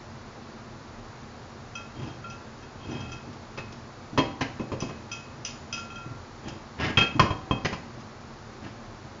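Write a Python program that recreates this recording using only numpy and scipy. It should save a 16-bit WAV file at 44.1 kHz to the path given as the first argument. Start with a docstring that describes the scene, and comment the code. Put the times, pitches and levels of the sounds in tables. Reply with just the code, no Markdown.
"""A cat paws a small hard dish over a laminate floor in a quiet kitchen. First its claws tap the dish
into free vibration, and stick-slip friction rasps as it is dragged. Near 4 s the dish tips and drops
back, driving the floorboards, and more clinks follow. Near 7 s it is flipped, skids, bounces and
settles upside down; one faint scuff comes last. Throughout, the small room reverberates over a low,
steady rush of air."""
import sys
import numpy as np
from scipy import signal
from scipy.fft import rfft, irfft
from scipy.io import wavfile
from scipy.ndimage import uniform_filter1d

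SR = 44100
rng = np.random.default_rng(int(sys.argv[2]) if len(sys.argv) > 2 else 0)


def transcribe(u):
    """Save the signal u as a 16-bit wav file named by the first command-line argument.

    u: samples, shape (n,) or (channels, n), limited to [-1, 1]; the rate is SR.
    q: integer samples, one column per channel.
    """
    v = np.clip(np.atleast_2d(u).T, -1, 1)
    q = np.round(v * 32767).astype(np.int16)
    wavfile.write(sys.argv[1], SR, q)


N = 405719
T = np.arange(SR) / SR  # time since a blow, t/s

# landings of the dish: t/s, force level/dB, flatness (0 tilted, 1 face-on), edge level/dB,
# ring level/dB, contact spot (0 foot, 1 corner)
LANDINGS = [(3.575, -36, 0.38, -40, -35, 0), (4.176, -19.5, 0.54, -28, -31, 0.51),
            (4.191, -24, 0.72, -39, -39.5, 0.94), (4.408, -25.5, 0.38, -31, -46.5, 0),
            (4.595, -28, 0.21, -49, -44, 0.1), (4.717, -26.5, 0.32, -44.5, -50, .5),
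            (4.822, -28.5, 0.34, -50, -40, 0.44), (4.893, -36.5, 0.4, -50, -52, .6),
            (6.972, -24, 0.28, -24.5, -15.5, 0.54), (7.009, -29, 0, -31.5, -19, 0.47),
            (7.195, -20.5, 1, -23.5, -29.5, 0.61), (7.213, -24, 0.53, -35, -47, .6),
            (7.305, -29, 0.67, -44, -45.5, 0.8), (7.51, -25, 0.73, -41, -32, 0.63),
            (7.647, -28.5, 0.5, -28, -49, .55), (7.727, -35, 0.69, -38, -55, 0.6)]
# modes during contact: f/Hz, level/dB, T60/s
CLACK_MODES = [(995, -3.5, 0.015), (1029, -13.5, 0.08), (1102, -10, 0.035), (1235, -11.5, 0.016),
               (778, -37, 0.81)]  # dish and board together
RIM_MODES = [(1486, 2, 0.1), (1630, 0.5, 0.12), (1850, 4, 0.088), (1860, 1.5, 0.098), (2360, -16, 0.077)]  # rim pressed on the floor
# impact spectra: f/Hz, level/dB
THUD_SPECTRUM = [(45, -39.5), (85, 0), (125, -6), (155, 0), (230, -12), (400, -22.5), (1000, -51.5)]
KNOCK_SPECTRUM = [(150, -6.5), (280, 6.5), (450, 2), (750, -4.5), (1100, -19.5), (2000, -48)]
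RAP_SPECTRUM = [(300, -26), (700, -3.5), (1500, -4), (2000, -4), (2800, -5), (3500, -17.5), (4200, -11.5),
                (7000, -35.5)]
CRACK_SPECTRUM = [(1500, -8), (3000, 6.5), (4200, -5), (5100, 7), (5900, -1.5), (6500, 1.5), (7200, -8.5)]
def landings():
    """Impact excitation: the floor thuds and knocks, the hollow clacks, the rim raps, the edge cracks."""
    out = np.zeros(N)
    flip_s, loose_boards_db = 6.7, 6.5  # once flipped, the dish lands where the floor booms more
    for s, force_db, flatness, edge_db, _, _ in LANDINGS:
        t60 = np.interp(flatness, [0, 1], [0.12, 0.035])  # tilted it chatters on; flat it stops dead
        thud_db = force_db - 8 + loose_boards_db * (s > flip_s)
        clack_db = force_db + 0.5 - 23.5 * (1 - flatness)  # only a flat landing clacks fully
        add(out, s, gain_of(thud_db) * thud(THUD_SPECTRUM, t60 * 1.5, rise=0.0016, boards_db=-8.5))
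        add(out, s, gain_of(force_db - 5.5) * burst(KNOCK_SPECTRUM, t60, rise=0.012))
        add(out, s, gain_of(clack_db) * struck(modes(CLACK_MODES, rise=0.0017, scatter=0.0072)))
        add(out, s, gain_of(edge_db - 2) * burst(RAP_SPECTRUM, t60, rise=0.0078))
        add(out, s, gain_of(edge_db - 17) * struck(modes(RIM_MODES, rise=0.0044, scatter=0.0024)))
        add(out, s, gain_of(edge_db - 11.5) * burst(CRACK_SPECTRUM, t60, rise=0.011))
    return out


# natural modes of the dish: f/Hz, level/dB, T60/s
DISH_MODES = [(1373, -0.5, 0.49), (2544, -5, 0.53), (2596, 0.5, 0.28), (3212, 2.5, 0.15),
              (3160, -14.5, 0.058), (4835, -18, 0.24), (5128, -11.5, 0.2), (5040, -10.5, 0.12),
              (5900, -6.5, 0.11), (5860, -12, 0.15), (6100, -7.5, 0.077), (6920, -30.5, 1)]
def dish_ring(force_spectrum, damping):
    """Modal response: each mode follows the force at its frequency, a little differently each touch."""
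    rows = [(hz, db + read(force_spectrum, hz) + 1.1 * rng.standard_normal(), t60 / damping)
            for hz, db, t60 in DISH_MODES]
    return modes(rows, rise=0.00081, scatter=0.00054)


# claw or pad taps on the dish: t/s, level/dB, sharpness (lift of the top modes)/dB
TAPS = [(1.7531, -38.5, 0), (2.2414, -49, -25), (2.3002, -47, 4.5), (2.627, -55, 2), (2.9105, -61.5, 16.5),
        (3.0046, -45.5, 0.5), (3.1182, -43, 3.5), (4.803, -43.5, 12.5), (5.1157, -37, 5.5),
        (5.4486, -42.5, 16), (5.7264, -34.5, 7), (5.7769, -38.5, -1), (5.795, -50, -21),
        (5.9029, -47.5, -7), (5.957, -43, -4.5), (5.981, -51, -24)]
# breakpoints of a landing's force spectrum: f/Hz
LANDING_BANDS = [1450, 2400, 2750, 3000, 3500, 4500]
def ringing():
    """Free vibration after taps and landings: hard contact wakes the top modes, the floor adds damping."""
    out = np.zeros(N)
    for s, db, sharp_db in TAPS:
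        lowest_db = -0.5 - 0.52 * sharp_db  # a soft touch favours the lowest mode
        force_spectrum = [(1450, lowest_db), (2400, 0.46), (3300, -3.3), (4600, sharp_db)]
        add(out, s, gain_of(db) * dish_ring(force_spectrum, damping=1.0))
    for s, _, _, edge_db, ring_db, spot in LANDINGS:
        middle_db = ring_db - 3
        corner_db = ring_db + np.interp(spot, [0, 1], [-17.5, 15])  # the 3.2 kHz mode answers the corner
        levels_db = [ring_db - 13, middle_db, middle_db, corner_db, corner_db, edge_db - 7]
        add(out, s, dish_ring(list(zip(LANDING_BANDS, levels_db)), damping=1.32))
    return out


def scratches():
    """Contact noise: a claw scratches briefly at each tap, the louder the sharper it is."""
    out = np.zeros(N)
    for s, db, sharp_db in TAPS:
        add(out, s, gain_of(db + sharp_db - 13.5) * burst(CRACK_SPECTRUM, t60=0.29, rise=0.0016))
    return out


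# dish slides and paw scuffs: t/s, duration/s, rumble level/dB, grit level/dB, singing level/dB
SLIDE_STROKES = [(1.922, 0.26, -36.5, -65, -51), (2.736, 0.46, -38, -65, -50.5),
                 (6.42, .15, -36, -67, -52.5), (6.77, .175, -25.5, -36.5, -46.5),
                 (8.608, 0.11, -39, -58.5, -72)]
# contact spectra: f/Hz, level/dB
SOFT_SPECTRUM = [(35, -30.5), (70, 5), (145, 0), (220, -2), (330, 1.5), (500, -13.5), (900, -11.5),
                 (2000, -34.5)]  # the floor under a soft load
GRIT_SPECTRUM = [(200, -28), (600, -11.5), (1200, 2.5), (2000, 6), (2900, 2), (4000, -10.5), (5200, -12),
                 (7200, -34)]  # the rasping rim
RUB_SPECTRUM = [(1400, -5), (2600, -1), (3200, 5.5), (4800, 5.5), (5130, 6), (5500, -12.5)]  # friction force on the dish's modes
# high mode woken by hard scraping: f/Hz, level/dB, T60/s
SQUEAL_MODE = [(5130, -4, .2)]
def slides():
    """Stick-slip friction: tiny uneven catches shake the floor, rasp the rim and keep the dish singing."""
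    t = np.arange(N) / SR
    rumble, grit, song = np.zeros((3, N))
    for start, duration, rumble_db, grit_db, song_db in SLIDE_STROKES:
        speed = np.interp((t - start) / duration, [0, 0.43, 1], [0, 1, 0])  # speeds up, slows to rest
        rumble += gain_of(rumble_db) * speed ** 0.82
        grit += gain_of(grit_db) * speed ** 1.64
        song += gain_of(song_db) * speed ** 0.9
    chatter_db = 2.1 * evened(uniform_filter1d(rng.standard_normal(N), size=400))
    caught = rng.random(N) < 5000 / SR  # about 5000 catches a second
    catches = evened(caught * rng.standard_normal(N) * gain_of(chatter_db))
    rasp = gain_of(7.5) * grit * coloured(catches, GRIT_SPECTRUM)
    rim_response = modes(RIM_MODES + SQUEAL_MODE, rise=0.0012, scatter=0.0053)
    rim = gain_of(3) * excited(grit * catches, rim_response)
    floor = gain_of(-3) * rumble * coloured(catches, SOFT_SPECTRUM)
    singing = excited(song * catches, dish_ring(RUB_SPECTRUM, damping=2.2))
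    return floor + rasp + rim + singing


# light contacts with the floor: t/s, level/dB
SOFT_FALLS = [(1.995, -29), (2.029, -26), (2.882, -22.5), (2.918, -22.5), (3.273, -28), (3.339, -37),
              (4.128, -24), (4.821, -30), (6.057, -25.5), (6.109, -27), (6.495, -32), (7.152, -14.5),
              (7.967, -36)]  # paws, and the dish rocking
CLAW_TICKS = [(3.3302, -47), (3.7229, -42), (6.4811, -35), (8.0022, -49)]
def steps():
    """Contact time limits bandwidth: padded blows reach the low floor modes, a bare claw ticks."""
    out = np.zeros(N)
    for s, db in SOFT_FALLS:
        add(out, s, gain_of(db - 14.5) * thud(SOFT_SPECTRUM, t60=0.087, rise=0.017, boards_db=4.5))
    for s, db in CLAW_TICKS:
        add(out, s, gain_of(db - 10.5) * burst(CRACK_SPECTRUM, t60=0.066, rise=0.0024))
    return out


# modes of the floating floor: f/Hz, level/dB, T60/s
FLOOR_MODES = [(83.5, -14, 0.14), (123.6, -0.5, 0.14), (141.3, -8.5, 0.39), (242, -6, 0.3),
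               (294, -4.5, 0.28)]
def thud(spectrum, t60, rise, boards_db):
    """Plate vibration: the floor gives under a blow and its boards ring on."""
    blow = burst(spectrum, t60, rise)
    boards = struck(modes(FLOOR_MODES, rise=0.0023, scatter=0.01))
    return struck(blow + gain_of(boards_db) * boards)


# reverberation time of the kitchen: f/Hz, T60/s
ROOM_DECAY = [(100, 0.53), (400, 0.51), (1000, 0.45), (3000, 0.4), (7000, 0.38)]
def room(x, spacing=22):
    """Reverberation: dense reflections off cupboards and walls, each band absorbed at its own rate."""
    reflections = np.zeros(SR)
    slots = np.arange(8 * spacing, SR - spacing, spacing)
    reflections[slots + rng.integers(0, spacing, len(slots))] = rng.choice([-1, 1], len(slots))
    hz, t, bands = signal.stft(reflections, SR, nperseg=256)
    decay = np.exp(-np.log(1000) * t / read(ROOM_DECAY, hz)[:, None])
    return excited(x, signal.istft(bands * decay, SR)[1])


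# spectrum of the room's air noise: f/Hz, level/dB
AIR_SPECTRUM = [(19, -45.5), (32, -0.5), (59, -15.5), (76, -2.5), (127, 1), (175, -11.5), (201, -9),
                (225, 2), (269, -11), (338, -8), (497, -11.5), (1120, -12.5), (3180, -27.5), (4370, -25),
                (7200, -31), (9360, -71), (15800, -120)]
def rush():
    """Broadband background noise: a low rush of air whose level wavers slightly."""
    t = np.arange(N) / SR
    waver = evened(sum(np.sin(2 * np.pi * (hz * t + rng.random())) for hz in np.geomspace(0.3, 9, 10)))
    return gain_of(-43.5 + 0.11 * waver) * coloured(rng.standard_normal(N), AIR_SPECTRUM)


def modes(rows, rise, scatter):
    """Superposition of damped sines, each detuned at random by a relative spread of scatter."""
    out = np.zeros(len(T))
    for hz, db, t60 in rows:
        detuned_hz = hz * (1 + scatter * rng.standard_normal())
        out += gain_of(db) * dying(t60, rise) * np.sin(2 * np.pi * (detuned_hz * T + rng.random()))
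    return out


def burst(spectrum, t60, rise):
    """Modal overlap: countless modes dying together merge into decaying noise."""
    return struck(coloured(rng.standard_normal(len(T)), spectrum) * dying(t60, rise))


def dying(t60, rise):
    """Exponential damping: an onset of time constant rise/s, then a fall of 60 dB in t60/s."""
    return (1 - np.exp(-T / rise)) * np.exp(-np.log(1000) * T / max(t60, 1e-3))


def excited(drive, response):
    """Forced response: the drive convolved with an impulse response of unit energy."""
    return signal.fftconvolve(drive, response / np.linalg.norm(response))[:N]


def coloured(x, spectrum):
    """Spectral shaping of x, at rms 1."""
    hz = np.fft.rfftfreq(len(x), 1 / SR)
    return evened(irfft(rfft(x) * gain_of(read(spectrum, hz)), len(x)))


def read(points, hz):
    """Interpolation on a log-frequency axis."""
    f, value = np.transpose(points)
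    return np.interp(np.log(hz + 1), np.log(f + 1), value)


def gain_of(db):
    """Decibels to amplitude."""
    return 10 ** (np.asarray(db) / 20)


def evened(x):
    """Normalisation to rms 1."""
    return x / np.sqrt(np.mean(x ** 2) + 1e-20)


def struck(x):
    """Normalisation of a blow to rms 1 over its first 30 ms."""
    return x / np.sqrt(np.mean(x[:1300] ** 2) + 1e-20)


def add(mix, s, sound):
    """Superposition of a sound on the mix at time s."""
    part = mix[round(s * SR):][:len(sound)]
    part += sound[:len(part)]


def scene():
    """Direct plus reverberant field: the floor fills the room, the small dish is heard more directly."""
    blows = landings() + scratches() + steps() + slides()
    ring = ringing()
    direct = gain_of(1) * (blows + ring)
    reverberant = gain_of(-4.5) * room(blows + gain_of(-2.5) * ring)
    return (direct + reverberant + rush())[None]


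def record(dry):
    """Band limiting: a steep low-pass filter removes the top treble."""
    cutoff_hz = 7280
    lowpass = signal.firwin(401, cutoff_hz, window=("kaiser", 8), fs=SR)
    return signal.oaconvolve(dry, lowpass[None], "same")


dry = scene()
out = record(dry)
transcribe(out)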